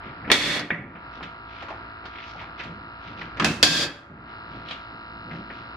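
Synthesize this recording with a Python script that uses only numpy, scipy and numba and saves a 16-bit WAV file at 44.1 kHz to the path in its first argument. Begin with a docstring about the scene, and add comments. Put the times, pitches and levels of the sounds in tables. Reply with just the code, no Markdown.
"""First you hear a steady buzz, like a small pump, in soft outdoor air, with a low rumble and a rustle.
A man in an open garage swings up the two stern wheels of a plastic kayak, walking round between them.
His clothes rub, his shoes scuff, and the hollow hull rumbles as he leans on it. Each metal leg knocks
loose and snaps into its stop, so the leg rings and the hull booms. A limiter (an automatic volume
control) squashes the two loud snaps, which makes the garage's echo stand out."""
import sys
import numpy as np
from scipy import signal
from scipy.fft import rfft, irfft
from scipy.io import wavfile
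from scipy.ndimage import uniform_filter1d
from numba import njit

SR = 44100
rng = np.random.default_rng(int(sys.argv[2]) if len(sys.argv) > 2 else 0)


def to_wav(sig):
    """Store sig (one row per channel, or 1-D mono) as 16-bit WAV at the path in sys.argv[1].

    Samples outside -1..1 are clipped; the rate is SR.
    """
    pcm = np.clip(np.atleast_2d(sig), -1, 1) * 32767
    pcm = np.round(pcm).astype(np.int16)
    wavfile.write(sys.argv[1], SR, pcm.T)  # frames by channels


N = 254016
TIME = np.arange(N) / SR
TAIL = np.arange(SR) / SR  # one second, for sounds that die away

# Levels in the tables are relative. The pump's strongest harmonics: f/Hz, level/dB
PUMP_STRONG = [(672.9, -56.5), (726.7, -59.5), (893.6, -59.5), (952.8, -53), (1007, -61), (1120, -75.5),
               (1174, -52), (1233, -51), (1287, -56), (1340, -48.5), (1400, -47.5), (1567, -67),
               (1620, -52), (1846, -66.5)]
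# outline of its weaker harmonics: f/Hz, level/dB
PUMP_FAINT = [(56, -67), (112, -64.5), (280, -63.5), (500, -72), (1500, -66), (2300, -71), (2950, -64.5),
              (3250, -84.5), (4100, -71.5), (4700, -83.5), (5200, -82), (5600, -104), (6200, -108)]
# its treble over time: t/s, level/dB
PUMP_BRIGHTNESS = [(0, -6.5), (2.9, -2.5), (4.4, 1), (5.7, 3)]
# tone of the outdoor air: f/Hz, level/dB
AIR_TONE = [(20, -28.5), (40, -10.5), (60, 3), (110, 6.5), (180, -9), (320, 0.5), (500, -10), (1300, -0.5),
            (2000, -6.5), (3000, -20.5), (5000, -22.5), (6200, -63.5), (8000, -63), (16000, -75)]
# pushes on the hull: t/s, rise/s, level/dB
HULL_PUSHES = [(0.0, 0.087, -38.5), (0.201, .12, -28), (.76, 0.057, -28.5), (1.14, 0.062, -41),
               (2.33, 0.07, -44), (2.561, 0.14, -37), (3.03, 0.084, -40), (3.141, 0.056, -46),
               (3.331, 0.13, -27), (4.07, 0.043, -33), (4.43, 0.15, -37.5), (4.86, 0.098, -44.5),
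               (5.02, 0.24, -42.5), (5.221, 0.15, -37), (5.57, 0.074, -46)]
# tone of their rumble: f/Hz, level/dB
PUSH_TONE = [(40, -14), (90, -0.5), (165, 4.5), (300, 1), (450, -8.5), (900, -13), (2000, -65)]
# strokes of sleeves and soles: t/s, rise/s, level/dB, brightness/(dB per octave)
RUB_STROKES = [(0.0, 0.069, -43, -9), (1.08, 0.089, -49, 2), (1.42, 0.18, -44.5, -1), (2.07, 0.15, -40, -5),
               (2.18, 0.13, -48.5, 13.5), (2.358, 0.054, -39.5, -7), (2.56, 0.054, -38, 0),
               (2.96, .14, -45.5, 1), (3.15, .06, -43.5, 2.5), (4.26, 0.028, -49.5, -3.5),
               (4.44, 0.14, -49.5, -1), (4.64, 0.052, -41.5, 0), (5.26, 0.11, -49, 1.5),
               (5.45, 0.14, -49.5, 2)]
# tone of that rubbing: f/Hz, level/dB
RUB_TONE = [(300, -32), (800, -21), (2200, 12), (3500, 7.5), (5500, -6.5), (7200, -30.5), (9000, -69),
            (12000, -61)]
# steps and light taps, each with one resonance (a peak in its tone):
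# t/s, level/dB, peak f/Hz, peak height/dB, treble slope/(dB per octave), hull thump/dB
STEPS_AND_TAPS = [(.246, -36, 2000, 19, -31, -5), (0.276, -34, 500, -2, -22, 16.5),
                  (.592, -12.5, 7800, -17, 15, 2), (0.953, -36, 2650, 2, -21.5, 0),
                  (1.205, -36.5, 900, 9, -31, 4.5), (1.227, -32.5, 3000, 8, -7, -20),
                  (1.622, -33.5, 800, 5, -9, -8), (1.683, -33, 950, 15, -9, -15.5),
                  (1.702, -31, 800, 16, -12, -14), (2.037, -41, 860, 15, -18, -5),
                  (2.053, -36.5, 4500, 10, -11, -14), (2.352, -40.5, 720, 27, -16, 8),
                  (2.409, -36, 830, 19, -6.5, -19), (2.596, -29.5, 2200, 10, -9, -18),
                  (2.634, -38.5, 3000, 7, -2.5, -12), (3.212, -31.5, 2000, 5.5, -11.5, 2),
                  (3.369, -34, 1394, 1, -9.5, 2.5), (4.685, -37, 3350, 25, 6, -14),
                  (4.708, -28.5, 3300, 11, -5, 0), (5.308, -35.5, 1900, 14, -14, 15),
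                  (5.501, -35, 1800, 1, -27, 9.5)]
# tone of struck plastic: f/Hz, level/dB
CONTACT_TONE = [(25, -43.5), (60, -4.5), (130, -3), (250, 1), (500, 0), (900, -3), (1700, 2), (3500, -3.5),
                (5200, -7.5), (7500, -16.5), (10500, -27), (14000, -39), (16000, -43.5)]
# notes the hollow hull rings at: f/Hz, level/dB, time to fade by 60 dB/s
HULL_MODES = [(110.7, -13.5, .42), (154, -8.5, 0.47), (165.5, 3, 0.31), (207.7, -6.5, 0.18),
              (222.2, -4.5, 0.34), (256.6, -3.5, 0.39), (296.3, 1, 0.35), (348, -8, 0.44),
              (407, -9.5, 0.13), (578, -14.5, 0.58), (717, -7.5, 0.27)]
# blows of the wheel legs: t/s, level/dB, peak f/Hz, peak height/dB, peak width/octaves,
# treble slope/(dB per octave), hull thump/dB, leg ring/dB, pan to the left/dB
LEG_BLOWS = [(0.301, -14.5, 2600, 1.5, 0.38, -11.5, 10.5, -7, 2),
             (.316, 30, 2360, 5, 0.25, 4, -7, -1.5, -1), (0.704, -7.5, 2100, 8.5, 0.34, -25, 1, -1.5, -2),
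             (3.398, -14, 1225, 10.5, 0.27, -5, -2.5, -4.5, -1),
             (3.422, -25, 250, 1.5, 0.48, -6.5, 15.5, -8.5, 0),
             (3.445, -11, 2600, 11.5, 0.058, 3, 4, -14, -1.5), (3.628, 25.5, 4550, 8, 0.26, 6, -6.5, 0, 0)]
# resonances of each metal leg: f/Hz, width/Hz, height/dB
LEFT_LEG_MODES = [(1780, 43, 5.5), (1920, 52, 9.5), (2033, 25, -4.5), (2163, 66, -4), (2244, 45, 7.5),
                  (3376, 48, 15.5), (3760, 49, -1.5), (3745, 26, 12.5), (3540, 63, 15.5), (4310, 96, 12),
                  (4900, 12, 12.5)]
RIGHT_LEG_MODES = [(1600, 19, 13.4), (1720, 40, 5), (2576, 84, 9.9), (3270, 70, 4), (3280, 110, 6),
                   (3330, 40, 14), (3620, 21, 11), (4650, 60, 4), (4650, 52, 4), (4914, 16, 9.7),
                   (6990, 240, 6.6)]


def undb(db):
    """Turn decibels into a gain."""
    return 10 ** (np.asarray(db) / 20)


def pan(left_db):
    """Left and right gains that differ by left_db."""
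    return undb(np.array([[left_db], [-left_db]]) / 2)


def fade(t60):
    """One second of decay, falling 60 dB every t60 seconds."""
    return np.exp(-np.log(1000) * TAIL / t60)


def spectrum(points, hz):
    """Read the level at hz from a curve of (Hz, dB) points."""
    f, db = np.transpose(points)
    return np.interp(np.log(hz + 1), np.log(f), db)


def noise(size, apart_hz=2300):
    """Stereo noise: left and right are alike in the bass, unrelated in the treble."""
    hz = np.fft.rfftfreq(size, 1 / SR)
    alike = .99 / (1 + (hz / apart_hz) ** 2)
    mid, side = rfft(rng.standard_normal((2, size)))
    spread = np.array([[1], [-1]]) * side * np.sqrt((1 - alike) / 2)
    return irfft(mid * np.sqrt((1 + alike) / 2) + spread, size)


def tint(x, points):
    """Give a steady sound a tone curve, at an rms level of 1."""
    gains = undb(spectrum(points, np.fft.rfftfreq(N, 1 / SR)))
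    shaped = irfft(rfft(x) * gains, N)
    return shaped / np.sqrt(np.mean(shaped ** 2))


def drift(rate):
    """A smooth random wobble with rate new values a second."""
    hold = int(SR / rate)
    steps = np.repeat(rng.standard_normal(N // hold + 1), hold)
    return 1.3 * uniform_filter1d(uniform_filter1d(steps, hold), hold)[:N]


def shelf(x, hz, db):
    """Turn everything above hz up or down by db, which may move over time."""
    low = signal.sosfiltfilt(signal.butter(2, hz, fs=SR, output="sos"), x)
    return low + (x - low) * undb(db)


def pump(turn_hz=55.92, tick_width=0.11, wander=0.000658, left_lead_s=0.00019, size=4096):
    """Two valve ticks repeat on every turn, making a buzz of clean harmonics that slowly brightens."""
    turn = np.arange(size) / size
    ticks = 0.1 + sum(np.exp(-.5 * ((turn - at) / tick_width) ** 2) for at in (.29, .74))
    hz = turn_hz * np.arange(size // 2 + 1)
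    db = spectrum(PUMP_FAINT, hz) + 2 + 2 * rng.standard_normal(len(hz))
    for line_hz, line_db in PUMP_STRONG:
        db[int(round(line_hz / turn_hz))] = line_db - 0.5
    phase = np.angle(rfft(ticks * rng.standard_normal(size)))
    lead = 2 * np.pi * hz * left_lead_s * np.array([[.5], [-.5]])  # the pump stands to the left
    cycle = irfft(undb(db) * (hz < 6500) * np.exp(1j * (phase + lead))) * size / np.sqrt(2)
    turns = np.cumsum(turn_hz * (1 + wander * drift(2))) / SR
    buzz = np.array([np.interp(turns % 1, turn, side) for side in cycle]) * undb(0.3 * drift(12))
    return shelf(buzz, hz=3000, db=np.interp(TIME, *np.transpose(PUMP_BRIGHTNESS)))


def outdoors(air_db=-46, hum_db=-57, hum_hz=59.2):
    """Soft outdoor air and the low hum of a far motor."""
    air = tint(noise(N, apart_hz=1030), AIR_TONE) * undb(air_db + 2.0 * drift(3.1))
    hum = undb(hum_db + drift(1.2)) * np.sqrt(2) * np.sin(2 * np.pi * hum_hz * TIME)
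    return air + hum


def swell(start_s, rise_s, release_s):
    """Loudness of one movement: it builds smoothly, then dies away."""
    since = TIME - start_s
    rise = np.sin(np.pi / 2 * np.clip(since / rise_s, 0, 1)) ** 2
    return rise * np.exp(-np.maximum(since - rise_s, 0) / release_s)


def pushing(gain_db=-3):
    """The hollow hull rumbles each time it is leaned on."""
    effort = sum(undb(db) * swell(t, rise_s, release_s=0.1) for t, rise_s, db in HULL_PUSHES)
    return undb(gain_db) * effort * tint(noise(N), PUSH_TONE)


def rubbing(grain_db=3, gain_db=-2):
    """Cloth and soles rub in grainy strokes, each with its own brightness."""
    friction = noise(N) * undb(grain_db * drift(350))
    out = np.zeros((2, N))
    for t, rise_s, db, slope_db in RUB_STROKES:
        tone = [(hz, level + slope_db * np.log2(hz)) for hz, level in RUB_TONE]
        out += undb(db + gain_db) * swell(t, rise_s, release_s=0.051) * tint(friction, tone)
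    return out


def add(out, t, sound):
    """Mix a sound in at t seconds."""
    start = int(t * SR)
    out[:, start:start + sound.shape[1]] += sound[:, :N - start]


def struck_spot(hz, height_db, width, slope_db, leg=(), ring_db=0, knee_hz=2500, size=4096):
    """How a spot answers a knock: one broad peak, a dull or bright top, and any ring of a metal leg."""
    f = np.fft.rfftfreq(size, 1 / SR) + 1
    peak_db = height_db * np.exp(-.5 * (np.log2(f / hz) / width) ** 2)
    top_db = slope_db * np.log2(np.maximum(f / knee_hz, 1))
    metal = sum(undb(db + ring_db) ** 2 / (1 + (2 * (f - centre) / wide) ** 2)
                for centre, wide, db in leg)
    tone_db = spectrum(CONTACT_TONE, f) + peak_db + top_db + 10 * np.log10(1 + metal)
    # turn the tone curve into a click that starts at once, then rings (minimum phase)
    cepstrum = irfft(np.log(undb(tone_db)))
    cepstrum[1:size // 2] *= 2
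    cepstrum[size // 2 + 1:] = 0
    click = irfft(np.exp(rfft(cepstrum)))
    return click / np.linalg.norm(click)


def contact(click, rise_s, clatter_t60, crack_db, echo_db=-9):
    """A crack and a short clatter of loose parts shake the struck spot, and the garage echoes."""
    envelope = (fade(clatter_t60) + undb(crack_db) * fade(0.017)) * (1 - fade(rise_s))
    direct = signal.fftconvolve(noise(SR) * envelope, click[None], axes=1)[:, :SR]
    return direct + undb(echo_db) * garage(click)


def garage(x, bands_hz=(400, 3800, 9500), t60s=(0.45, 0.39, 0.39)):
    """The cluttered garage scatters sound into a smooth echo; the bass lasts longest."""
    hz = np.fft.rfftfreq(SR, 1 / SR)
    wash = rfft(noise(SR))
    shares = [np.interp(np.log(hz + 1), np.log(bands_hz), row) for row in np.eye(3)]
    echo = sum(irfft(wash * share) * fade(t60) for share, t60 in zip(shares, t60s))
    return signal.fftconvolve(echo * (1 - fade(0.0074)), x[None], axes=1)[:, :SR]


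def hull_boom(waver_hz=30, rise_s=0.11):
    """The hollow hull's low notes swell, waver and die away."""
    out = np.zeros(SR)
    for hz, db, t60 in HULL_MODES:
        waver = 1 + drift(waver_hz)[:SR] + 1j * drift(waver_hz)[:SR]
        note = np.exp(2j * np.pi * (hz * TAIL + rng.random()))
        out += undb(db) * fade(t60) * np.imag(waver * note)
    return out * (1 - fade(rise_s))


def steps_and_taps(soft_hz=7700):
    """Soles on concrete and hands on the fittings make soft knocks, with a thump from the hull."""
    out = np.zeros((2, N))
    for t, db, hz, height_db, slope_db, thump_db in STEPS_AND_TAPS:
        click = struck_spot(hz, height_db, width=0.38, slope_db=slope_db)
        hit = contact(click, rise_s=0.0091, clatter_t60=0.12, crack_db=-20)
        add(out, t, undb(db) * (hit + undb(thump_db - 20.5) * hull_boom()))
    # rubber and skin give no crisp top
    return signal.sosfilt(signal.butter(4, soft_hz, fs=SR, output="sos"), out)


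def wheel_legs():
    """Each blow cracks, thumps the hull and rings a metal leg: first the left one, later the right."""
    out = np.zeros((2, N))
    for t, db, hz, height_db, width, slope_db, thump_db, ring_db, pan_db in LEG_BLOWS:
        leg = LEFT_LEG_MODES if t < 2 else RIGHT_LEG_MODES
        click = struck_spot(hz, height_db, width, slope_db, leg, ring_db)
        hit = contact(click, rise_s=0.00033, clatter_t60=0.056, crack_db=-15) * pan(pan_db)
        add(out, t, undb(db) * (hit + undb(thump_db - 19.5) * hull_boom()))
    return out


def scene():
    """The work on the kayak, a little to the right, over the steady background."""
    work = wheel_legs() + steps_and_taps() + rubbing() + pushing()
    return work * pan(-0.5) + pump() + outdoors()


@njit
def volume_cut(over_db, hold_s, db_per_s):
    """The limiter's cut in dB: it jumps to meet each peak, waits, then eases off."""
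    out, cut, wait = np.empty(len(over_db)), 0., 0.
    for i in range(len(over_db)):
        if over_db[i] > 0 and over_db[i] >= cut:
            cut, wait = over_db[i], hold_s
        elif wait > 0:
            wait -= 1 / SR
        else:
            cut = max(cut - db_per_s / SR, 0.)
        out[i] = cut
    return out


def record(dry, ceiling_db=-5, slow_depth_db=8, treble_dip=1.64, top_hz=15000):
    """A limiter squashes peaks and lets go fast, then slowly.
    Separately, the treble is turned down briefly after each loud snap, and the very top is cut."""
    power = np.maximum(uniform_filter1d(np.mean(dry ** 2, axis=0), size=96), 1e-12)
    over_db = 10 * np.log10(power) - ceiling_db
    fast = volume_cut(over_db, hold_s=0.066, db_per_s=145.)
    slow = volume_cut(np.minimum(over_db, slow_depth_db), hold_s=0.41, db_per_s=40.)
    cut_db = uniform_filter1d(np.maximum(fast, slow), size=24)
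    limited = np.tanh(dry * undb(-cut_db))  # rounds off the remaining peaks
    dipped = shelf(limited, hz=2900, db=-treble_dip * np.maximum(slow - fast, 0))
    return signal.sosfilt(signal.ellip(8, .2, 80, top_hz, fs=SR, output="sos"), dipped)


dry = scene()
out = record(dry)
to_wav(out)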